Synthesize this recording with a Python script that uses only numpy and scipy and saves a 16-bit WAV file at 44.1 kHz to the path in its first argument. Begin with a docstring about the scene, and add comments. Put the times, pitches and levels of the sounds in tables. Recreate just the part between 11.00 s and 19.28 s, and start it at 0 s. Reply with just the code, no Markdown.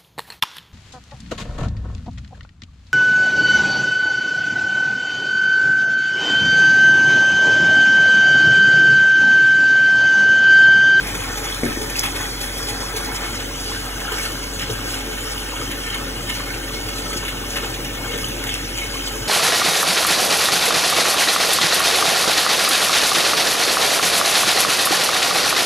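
"""Whirlpool jets churn a full bathtub: filtered noise and bubble swarms rumble, hiss and fizz.
Bubbles pop as short rings with spits of noise; knocks ring the modes of the tub shell.
A small ball drops in as damped sines, droplets crack on the tub wall, and the pump hums in sines.
A small tiled bathroom answers with decaying noise, heard close up by a handheld two-port microphone."""
import sys
import numpy as np
from scipy import signal
from scipy.fft import rfft, irfft, next_fast_len
from scipy.io import wavfile
from scipy.ndimage import uniform_filter1d, map_coordinates

SR = 44100
rng = np.random.default_rng(int(sys.argv[2]) if len(sys.argv) > 2 else 0)


def file_out(sig):
    """Save sig as 16-bit WAV at sys.argv[1]."""
    # one column per channel
    cols = np.atleast_2d(sig).T
    # limit, then scale
    lim = np.clip(cols, -1, 1)
    pcm = np.round(lim * 32767).astype(np.int16)
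    wavfile.write(sys.argv[1], SR, pcm)


N = 365148
TOP_HZ = 15750  # band limit of the whole sound


def amp(db):
    """Gain of a level in dB."""
    return 10 ** (np.asarray(db) / 20)


def unit(x):
    """x at rms 1."""
    return x / np.sqrt(np.mean(x ** 2) + 1e-20)


def along(points, hz):
    """Read (frequency, value) points at hz, on a log frequency axis."""
    f, v = np.transpose(points)
    return np.interp(np.log(hz + 1), np.log(f + 1), v)


def curves(rows):
    """One value per sample for each column after the time."""
    s, *cols = np.transpose(rows)
    return [np.interp(np.arange(N) / SR, s, c) for c in cols]


def wobble(rate):
    """A smooth random curve, rate knots a second."""
    knots = rng.standard_normal(int(N * rate / SR) + 4)
    return map_coordinates(knots, [np.arange(N) * rate / SR])


def filtered(x, response):
    """x times a complex response of frequency."""
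    m = next_fast_len(N + SR // 2)
    return irfft(rfft(x, m) * response(np.fft.rfftfreq(m, 1 / SR)), m)[..., :N]


def shaped(x, colour):
    """x through a colour filter, then set to rms 1."""
    return unit(filtered(x, colour))


def ringing(modes, hz):
    """Summed response of resonances, each with a centre, a width and a peak level."""
    return sum(amp(db) * 1j * hz * w / (c * c - hz * hz + 1j * hz * w) for c, w, db in modes)


def add_at(out, s, grain):
    """Mix a grain into out from time s."""
    out[round(s * SR):][:len(grain)] += grain


# decay of the tiled walls: (frequency [Hz], t60 [s])
TILE_DECAY = [(200, 0.56), (2000, 0.19), (12000, 0.097)]


def tiles(x):
    """Walls answer as decaying noise, duller bands lasting longer, at the level of the sound itself."""
    hz, t, z = signal.stft(rng.standard_normal(SR // 2), SR, nperseg=256)
    z = z * amp(-60 * t / along(TILE_DECAY, hz)[:, None])
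    # every band of the tail gets the same energy
    tail = signal.istft(z / np.linalg.norm(z, axis=1, keepdims=True), SR, nperseg=256)[1]
    return signal.fftconvolve(x, tail / np.linalg.norm(tail))[:N]


def scattered(x):
    """Off the heaving water, the phases of the echoes never stay put."""
    z = signal.stft(x, nperseg=2048)[2]
    z = z * np.exp(2j * np.pi * rng.random(z.shape))
    # random phases cancel about half the power where frames overlap
    return np.sqrt(2) * signal.istft(z, nperseg=2048)[1][:N]


# colour of the water while the microphone is held high: (frequency [Hz], level [dB])
HIGH_COLOUR = [(1000, -1), (1500, -3), (1950, 4), (2170, -2), (2500, 4), (2800, -7.5), (3030, -4.5),
               (3320, 2), (3700, -0.5), (4100, -3), (4600, -2)]
# start and end of the move down: (time [s], time [s])
LOWERING = [2.03, 2.63]


def handheld(x):
    """The hand lowers the microphone: the coloured water crossfades to the plain water."""
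    high = np.interp(np.arange(N) / SR, LOWERING, [1, 0])
    coloured = filtered(x, lambda hz: amp(along(HIGH_COLOUR, hz)))
    return (1 - high) * x + high * coloured


# likeness of the two ports: (frequency [Hz], left-right correlation [-1 to 1])
PORT_LIKENESS = [(90, 1), (300, .91), (480, .52), (850, .3), (1300, .72), (2000, .55), (3000, .75),
                 (3900, .7), (4500, .998), (15000, .998)]
# phase by which the left port leads: (frequency [Hz], phase [rad])
LEFT_LEAD = [(0, 0), (1450, .05), (2400, 2.2), (3300, 1.45), (4000, 2.2), (4700, 3.14), (6850, 6.28),
             (8950, 9.42), (15150, 18.85), (16000, 20.1)]
# left port over right port: (frequency [Hz], level [dB])
LEFT_OVER_RIGHT = [(90, 0), (300, 3.2), (600, .4), (900, -.3), (1400, 1.2), (2000, 0), (2900, .8),
                   (4000, .3), (6000, 0)]


def ports(near, diffuse):
    """Both ports share the near sound; the diffuse sound, phase and level set them apart."""
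    def turn(hz):
        return np.arccos(np.clip(along(PORT_LIKENESS, hz), -1, 1)) / 2

    mid = filtered(near, lambda hz: np.cos(turn(hz)))
    side = filtered(diffuse, lambda hz: np.sin(turn(hz)))
    half = np.array([[.5], [-.5]])  # each port takes half of the difference

    def offset(hz):
        lead = np.interp(hz, *np.transpose(LEFT_LEAD))
        return amp(half * along(LEFT_OVER_RIGHT, hz)) * np.exp(1j * half * lead)

    return filtered(np.array([mid + side, mid - side]), offset)


# pump shaft: (time [s], frequency [Hz], rms level [dB])
PUMP_SHAFT = [(0, 45.05, -33.6), (4.5, 45.06, -33.6), (8.28, 45.18, -33.6)]
# shaft orders before their waver: (multiple of the shaft, level re the shaft tone [dB])
SHAFT_ORDERS = [(2, -12.5), (4, -17.5), (6, -10), (7, -14)]
# motor buzz before its waver: (frequency [Hz], rms level [dB])
MOTOR_BUZZ = [(120, -46)]


def pump():
    """The shaft tone is clean; its orders and the motor buzz waver in level and phase."""
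    hz, db = curves(PUMP_SHAFT)
    turn, t = 2 * np.pi * np.cumsum(hz) / SR, np.arange(N) / SR

    def waver(level_db, phase):
        return amp(level_db + 2 * wobble(7)) * np.sin(phase + .8 * wobble(5))

    shaft = np.sin(turn) + sum(waver(level, k * turn) for k, level in SHAFT_ORDERS)
    buzz = sum(waver(level, 2 * np.pi * f * t) for f, level in MOTOR_BUZZ)
    return np.sqrt(2) * (amp(db) * shaft + buzz)


TICK_T60_S = 0.013
# droplets strike the tub wall: (time [s], peak level [dB], frequency [Hz])
DROPLET_TICKS = [(0.5457, -13, 9000), (0.6529, -13, 9000), (1.4137, -15, 7000), (3.2321, -14, 8000),
                 (3.3932, -19, 9000), (6.0994, -20, 9000), (.9722, -17, 1200), (7.2235, -17, 2500),
                 (7.4395, -13, 1800), (7.541, -8, 2700)]


def ticks():
    """Dry cracks a few milliseconds long: bright noise with a blip of pitch."""
    out, t = np.zeros(N + SR), np.arange(SR // 50) / SR
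    for s, db, hz in DROPLET_TICKS:
        snap = unit(np.diff(uniform_filter1d(rng.standard_normal(len(t) + 1), size=3)))
        blip = np.sin(2 * np.pi * hz * t)
        crack = (0.8 * snap - blip) * amp(-60 * t / TICK_T60_S)
        add_at(out, s, amp(db) * crack / np.abs(crack).max())
    return out[:N]


# the ball breaks the surface, in damped sines:
# (time [s], level before damping [dB], frequency [Hz], decay constant [cycles])
BALL_SPLASH = [(.98, -16, 2000, 2.7), (.9885, -9, 4840, 3.5), (0.9938, 4, 5750, 1.9), (.9952, -5, 7440, 2),
               (0.9962, -6, 11000, 3), (.9965, -6, 14500, 3.5), (1.001, -12, 5800, 3.8),
               (1.011, -11, 6260, 3.5), (1.04, -13, 920, 1.2), (1.0545, -18, 2700, 6.5),
               (1.057, -18, 3300, 4.5), (1.059, -23, 2320, 4.5)]


def splash():
    """The ball gives a sharp slap and droplets, then the cavity closes, all in damped sines."""
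    out, t = np.zeros(N + SR), np.arange(SR // 20) / SR
    for s, db, hz, cycles in BALL_SPLASH:
        age = hz * t / cycles
        envelope = np.exp(-age) * (1 - np.exp(-5 * age))
        add_at(out, s, amp(db) * np.sin(2 * np.pi * hz * t) * envelope)
    return out[:N]


# soft blows on the tub:
# (time [s], peak level [dB], centre [Hz], t60 before the puff's own decay [s], spread [octaves])
TUB_KNOCKS = [(.627, -23, 506, 0.069, 0.44), (0.6332, -10, 300, 0.06, 1.1), (.633, -21, 238, 0.41, 0.088),
              (0.6449, -13, 300, 0.045, 0.8), (.6575, -13, 260, .06, .8), (0.6657, -14, 250, 0.068, 0.75),
              (.68, -27, 90, 0.26, 0.61), (0.688, -27, 247, 0.1, 0.35), (.698, -25, 300, 0.067, 0.84),
              (0.7116, -18, 250, 0.065, 0.87), (0.7724, -22, 320, 0.039, 0.65), (.812, -25, 427, 0.1, 0.22),
              (0.837, -25, 400, 0.055, 0.4), (0.761, -24, 340, 0.26, 0.33), (.8, -26, 426, 0.19, 0.21),
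              (1.031, -29, 105, 0.11, .4), (1.666, -28.5, 430, 0.39, 0.2), (1.94, -22.5, 436, 0.29, 0.24),
              (3.118, -22.5, 427, 0.19, 0.31), (3.696, -19, 440, 0.14, 0.28), (3.709, -22, 104, 0.45, 0.21),
              (4.6, -24, 500, 0.1, 0.88), (4.679, -24.5, 200, 0.44, 0.81), (6.159, -20.5, 300, 0.11, .54),
              (6.63, -24, 414, 0.21, 0.22), (7.14, -24, 430, 0.11, 0.37)]
# tub shell modes, also shaken by the jets: (frequency [Hz], width [Hz], relative level [dB])
SHELL_MODES = [(70.6, 15, -16), (108, 14, 2), (124, 15, -4.5), (180, 11, -3), (238.2, 14, 0.5),
               (265, 5.6, -4.5), (289.7, 13, 5), (345.4, 10.2, 3.5), (432, 22, 2), (465, 11, -3.5),
               (577, 44, -4)]


def knocks():
    """Each soft blow rings the tub shell around its centre pitch, over a dull puff."""
    out, t = np.zeros(N + SR), np.arange(SR // 2) / SR
    dull = signal.butter(N=2, Wn=700, fs=SR, output="sos")
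    for s, db, hz, t60, octaves in TUB_KNOCKS:
        ring = np.zeros(len(t))
        for c, _, level in SHELL_MODES:
            reach_db = -6 * (np.log2(c / hz) / octaves) ** 2  # far modes answer less
            ring -= amp(level + reach_db + rng.normal(0, .7)) * np.sin(2 * np.pi * c * t)
        puff = 0.22 * unit(signal.sosfilt(dull, rng.standard_normal(len(t)))) * amp(-60 * t / 0.25)
        envelope = amp(-60 * t / max(t60, .01)) * (1 - np.exp(-t / .0015))
        push = (unit(ring) + puff) * envelope
        add_at(out, s, amp(db) * push / np.abs(push).max())
    return out[:N]


# mean air resonances above the water: (frequency [Hz], width [Hz], level re the direct sound [dB])
BASIN_AIR = [(732, 20, -4.5), (828, 23, 5), (1091, 16, -32), (1282, 15, 11), (1410, 21, 5.5),
             (1514, 16, 4.5), (1592, 29, 8.5), (1793, 16, 12.5), (2190, 24, 9), (2410, 46, 4),
             (2888, 82, 4), (3040, 77, 6.5), (3350, 68, 4.5), (3590, 60, 1.5)]
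DRIFT_SHARE, SWELL_DB = 0.007, 2.0  # wander in pitch (share of the frequency) and strength


def basin(hz):
    """The hollow of the tub lifts a few narrow bands of the water's sound."""
    return 1 + ringing(BASIN_AIR, hz)


def hollow(x):
    """The basin's resonances wander slowly, each in its own way, as the surface heaves."""
    hz, t, z = signal.stft(x, SR, nperseg=2048)
    at = np.minimum(t * SR, N - 1).astype(int)
    modes = []
    for c, w, db in BASIN_AIR:
        pitch = c * (1 + DRIFT_SHARE * wobble(1.35)[at])
        modes.append((pitch, w, db + SWELL_DB * wobble(2.476)[at]))
    gain = np.abs(1 + ringing(modes, hz[:, None]))
    return signal.istft(z * gain, SR, nperseg=2048)[1][:N]


# larger bubbles, before envelopes and colour:
# (time [s], level of each ring [dB], bubble pitch [Hz], noise spit level [dB])
BUBBLE_POPS = [(0.069, -28, 2460, -21), (.3554, -29, 3280, -29), (0.487, -29, 3270, -34),
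               (.5232, -26, 3340, -29), (.5457, -34, 3280, -30), (0.587, -26, 6840, -30),
               (.634, -24, 2210, -30), (.664, -28, 1740, -38), (0.757, -34, 1820, -38),
               (.957, -21, 2760, -34), (1.413, -40, 6010, -17), (1.5817, -19, 11400, -30),
               (1.962, -28, 6500, -16.5), (2.143, -30, 6750, -25), (3.078, -30, 1496, -38),
               (3.1193, -28, 2980, -21), (3.197, -27.5, 2230, -34), (3.233, -35, 3020, -21),
               (3.3196, -33, 3040, -28), (3.615, -35, 3500, -24), (3.699, -26, 3360, -24),
               (3.941, -27, 3070, -23), (4.3777, -29, 2950, -35), (4.902, -26, 2930, -31),
               (5.342, -33, 2770, -28), (5.5044, -26, 2280, -29), (5.9306, -37, 3280, -40),
               (6.2513, -27, 2840, -43), (6.505, -20, 6600, -27), (7.243, -26.5, 3040, -27),
               (7.316, -31, 2480, -37), (7.438, -36, 2130, -24), (7.5403, -41, 2500, -30),
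               (7.756, -33, 2600, -32), (7.8153, -24, 2390, -28), (7.941, -28, 2820, -26),
               (8.075, -25.5, 3270, -23)]


def pops():
    """Larger bubbles burst in threes: short rings near one pitch and a spit of bright noise."""
    rings, spits, t = np.zeros(N + SR), np.zeros(N + SR), np.arange(SR // 20) / SR
    for s, db, hz, spit_db in BUBBLE_POPS:
        age = hz * t / 12
        spreads = np.exp(rng.normal(0, .07, size=3))
        cluster = sum(np.sin(2 * np.pi * hz * spread * t) for spread in spreads)
        add_at(rings, s, amp(db) * cluster * np.exp(-age) * (1 - np.exp(-6 * age)))
        spit_gain = amp(spit_db - 60 * t / 0.099) * (1 - np.exp(-t / 0.0014))
        add_at(spits, s, spit_gain * rng.standard_normal(len(t)))
    spit_colour = [(1500, -33), (4000, 2.5), (15000, -6.0)]  # (frequency [Hz], level [dB])
    bright = filtered(spits[:N], lambda hz: amp(along(spit_colour, hz)))
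    return filtered(rings[:N], basin) + bright


def patchy(depth_db):
    """White noise with patches of random gain in time and frequency."""
    z = signal.stft(rng.standard_normal(N), nperseg=512)[2]
    field = uniform_filter1d(rng.standard_normal(z.shape), size=6, axis=0)
    field = uniform_filter1d(field, size=8, axis=1)
    return unit(signal.istft(z * amp(depth_db * unit(field)), nperseg=512)[1][:N])


def bubbles(count, centre_hz, spread, cycles, scatter_db, size):
    """A swarm of damped sines that rise in pitch as they near the surface."""
    draw, t = rng.random((count, 2)), np.arange(size) / SR
    hz = np.clip(centre_hz * np.exp(spread * rng.standard_normal((count, 1))), 100, TOP_HZ)
    age = hz * t / cycles
    gain = amp(scatter_db * np.minimum(-np.log(1 - draw[:, 1:]), 4))  # a few are much louder
    rising = np.sin(2 * np.pi * hz * t * (1 + 0.028 * age))
    grain = gain * rising * np.exp(-age) * (1 - np.exp(-8 * age))
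    at = (draw[:, :1] * N).astype(int) + np.arange(size)
    return unit(np.bincount(at.ravel(), grain.ravel(), N + size)[:N])


SPATTER_PER_S, SPATTER_S = 12, 0.01  # mean rate, decay time constant [s]


def spatter():
    """Sudden lifts of random size that die away, rms 1."""
    draw, t = rng.random((round(SPATTER_PER_S * N / SR), 2)), np.arange(SR // 5) / SR
    starts = np.bincount((draw[:, 0] * N).astype(int), draw[:, 1], N)
    envelope = np.exp(-t / SPATTER_S) * (1 - np.exp(-t / 0.0043))
    lifts = signal.fftconvolve(starts, envelope)[:N]
    return unit(lifts - lifts.mean())


# slow level of each layer of the water, before surges and flutter:
# (time [s], gurgle [dB], churn [dB], spray [dB], mist [dB], rumble [dB])
WATER_FLOW = [(0.0, -32.5, -30, -32.5, -36.5, -31.5), (0.32, -34.5, -36.5, -31.5, -37.5, -31.5),
              (1.61, -35, -35.5, -31.5, -37, -31), (1.8, -32, -35.5, -31, -37, -32),
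              (2.1, -31.5, -35.5, -34, -38.5, -30), (2.3, -34, -34, -32.5, -37, -32.5),
              (2.44, -37, -36, -34, -42, -32.5), (2.67, -37, -34, -31.5, -39.5, -34),
              (2.92, -33.5, -34, -34.5, -39, -33.5), (3.05, -32, -35.5, -36, -41.5, -33.5),
              (3.3, -34.5, -36, -37, -40, -33), (3.53, -37.5, -36.5, -33.5, -42, -34),
              (3.87, -33, -35, -38.5, -41.5, -32), (4.13, -36.5, -33.5, -34, -40, -33),
              (5.56, -37, -35, -36, -41.5, -32.5), (5.95, -38, -36.5, -33.5, -44, -31.5),
              (6.37, -36, -35, -36.5, -41, -32), (6.87, -39, -35, -36, -44, -30.5),
              (7.29, -37, -35, -37, -41.5, -31), (7.59, -39, -34, -34, -41, -33.5),
              (8.28, -35.5, -34.5, -34, -40.5, -32)]
# a jet breaks the surface for a moment:
# (middle [s], lift at the centre [dB], centre [Hz], length at half the lift [s])
JET_SURGES = [(0.288, 7, 1300, 0.085), (0.466, 6.5, 1900, 0.058), (0.694, 5, 2200, 0.11),
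              (.975, 4.5, 9000, 0.034), (0.996, 9, 9000, 0.012), (1.015, 4, 6500, 0.04),
              (1.067, 7, 2300, 0.047), (1.22, 6, 1700, 0.08), (1.454, 3.5, 10000, 0.043),
              (1.592, 3.5, 10000, 0.051), (1.7, 4.5, 5000, 0.031), (1.987, 4, 8000, 0.041),
              (2.055, 5, 6000, 0.045), (2.161, 9.5, 4970, 0.031), (2.245, 5, 2000, 0.062),
              (2.36, 4, 11000, 0.024), (2.72, 3, 4000, 0.065), (3.115, 3, 1200, 0.056),
              (3.154, 4, 3500, 0.046), (3.22, 5, 8000, 0.21), (3.628, 10.5, 2500, 0.032),
              (3.727, 5.5, 8000, 0.049), (3.927, 7, 7000, 0.16), (4.322, 6, 8000, 0.025),
              (4.386, 0.5, 3000, 0.026), (4.61, 3.5, 1500, 0.087), (4.907, 2.5, 3000, 0.21),
              (5.363, 5.5, 4000, 0.075), (5.54, 3, 2800, 0.043), (5.98, -1, 6500, 0.026),
              (6.105, 4, 10500, 0.028), (6.177, 6.5, 8000, 0.026), (6.266, 3, 3000, 0.11),
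              (6.533, 6, 8000, 0.067), (6.577, 7.5, 1200, 0.036), (6.644, 8.5, 2800, 0.042),
              (7.054, 10.5, 1200, 0.031), (7.14, 8, 2200, 0.043), (7.22, 6.5, 7500, 0.09),
              (7.46, 4, 1300, 0.11), (7.554, 6, 4000, 0.016), (7.84, 4, 2300, 0.03),
              (7.935, 3, 6500, 0.039), (8.065, 4.5, 6000, 0.044)]
SURGE_REACH_OCT = 1.26  # distance from the centre where the lift has shrunk to 1/e
# where each surface layer sits: one row of gurgle, churn, spray, mist [Hz]
SURFACE_HZ = [1200, 2900, 6500, 11000]
# rms depth of the spatter all layers share: one row of gurgle, churn, spray, mist [dB]
SPATTER_DEPTH = [0.55, 1.85, 1.02, 1.56]
# scale of each layer's own flutter: one row of gurgle, churn, spray, mist [dB]
FLUTTER_DEPTH = [0.17, 0.11, 0.36, 0.98]


def heaving():
    """Level in dB of the four surface layers: slow flow, surges, shared spatter and own flutter."""
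    t, shared = np.arange(N) / SR, spatter()
    levels = np.array(curves(WATER_FLOW)[:4])
    for s, lift_db, hz, length in JET_SURGES:
        near = slice(max(round((s - 2 * length) * SR), 0), round((s + 2 * length) * SR))
        swell = np.exp(-4 * np.log(2) * ((t[near] - s) / length) ** 2)
        reach = np.exp(-(np.log2(np.array(SURFACE_HZ) / hz) / SURGE_REACH_OCT) ** 2)
        levels[:, near] += lift_db * reach[:, None] * swell
    depths = zip(levels, SPATTER_DEPTH, FLUTTER_DEPTH)
    return [db + a * shared + b * wobble(15) for db, a, b in depths]


# colour of the rumble before the shell rings: (frequency [Hz], relative level per Hz [dB])
RUMBLE_COLOUR = [(30, -13), (60, -7.5), (100, -5), (150, -7), (280, -6.5), (400, -6), (560, -5),
                 (660, -16.5), (800, -9), (1100, -21.5)]
# colour filter of the gurgle: (frequency [Hz], relative level per Hz [dB])
GURGLE_COLOUR = [(450, -16), (700, 2.5), (1050, 3), (1280, 0.5), (1500, 2.5), (1700, -3), (1900, -14.5),
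                 (2200, -8.5), (3000, -47)]
# colour filter of the churn: (frequency [Hz], relative level per Hz [dB])
CHURN_COLOUR = [(1300, -35), (1800, -7), (1950, -3), (2150, -2.5), (2350, -4), (2600, 1.5), (3100, -1),
                (3600, -2.5), (4000, -7), (4600, -20), (6000, -50)]
# colour filter of the spray: (frequency [Hz], relative level per Hz [dB])
SPRAY_COLOUR = [(2500, -30), (3950, -5), (4400, 1.5), (4900, -.5), (6300, -1.5), (7500, -5.5), (8100, -2.5),
                (9000, -5), (10000, -12), (12000, -30)]
# colour filter of the mist: (frequency [Hz], relative level per Hz [dB])
MIST_COLOUR = [(6000, -30), (8500, -7), (10000, 0), (12000, -3), (14000, -8), (15800, -11.5)]


def jets():
    """Turbulence shakes the shell; the broken surface gurgles, churns, sprays and mists."""
    def shell_rumble(hz):
        return amp(along(RUMBLE_COLOUR, hz)) * (1 + amp(3.0) * ringing(SHELL_MODES, hz))

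    rumble = shaped(patchy(1.2), shell_rumble)
    swarm = bubbles(count=5000, centre_hz=2403, spread=0.4026, cycles=4.97, scatter_db=3.5, size=600)
    froth = unit(hollow(patchy(1.6))) + 0.34 * swarm
    gurgle = shaped(froth, lambda hz: amp(along(GURGLE_COLOUR, hz)))
    churn = shaped(froth, lambda hz: amp(along(CHURN_COLOUR, hz)))
    fizz = bubbles(count=12000, centre_hz=7730, spread=0.56, cycles=5.1, scatter_db=4.0, size=120)
    spray = shaped(patchy(3.0) + 0.21 * fizz, lambda hz: amp(along(SPRAY_COLOUR, hz)))
    mist = shaped(patchy(2.4) + .45 * fizz, lambda hz: amp(along(MIST_COLOUR, hz)))
    surface = sum(amp(db) * layer for db, layer in zip(heaving(), [gurgle, churn, spray, mist]))
    rumble_db = curves(WATER_FLOW)[-1]
    return amp(rumble_db) * rumble + surface


def scene():
    """Water, knocks, splash and ticks in the bathroom, over the pump."""
    water = handheld(jets() + pops()) + knocks() + splash() + ticks()
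    walls = tiles(water)
    echo_colour = [(300, -28), (1000, -10), (4000, -11), (8000, -23)]  # (frequency [Hz], level [dB])
    echo = filtered(scattered(walls), lambda hz: amp(along(echo_colour, hz)))
    return ports(water + echo + pump(), scattered(walls))


def record(dry):
    """Nothing is kept above the band limit."""
    return filtered(dry, lambda hz: hz < TOP_HZ)


dry = scene()
out = record(dry)
file_out(out)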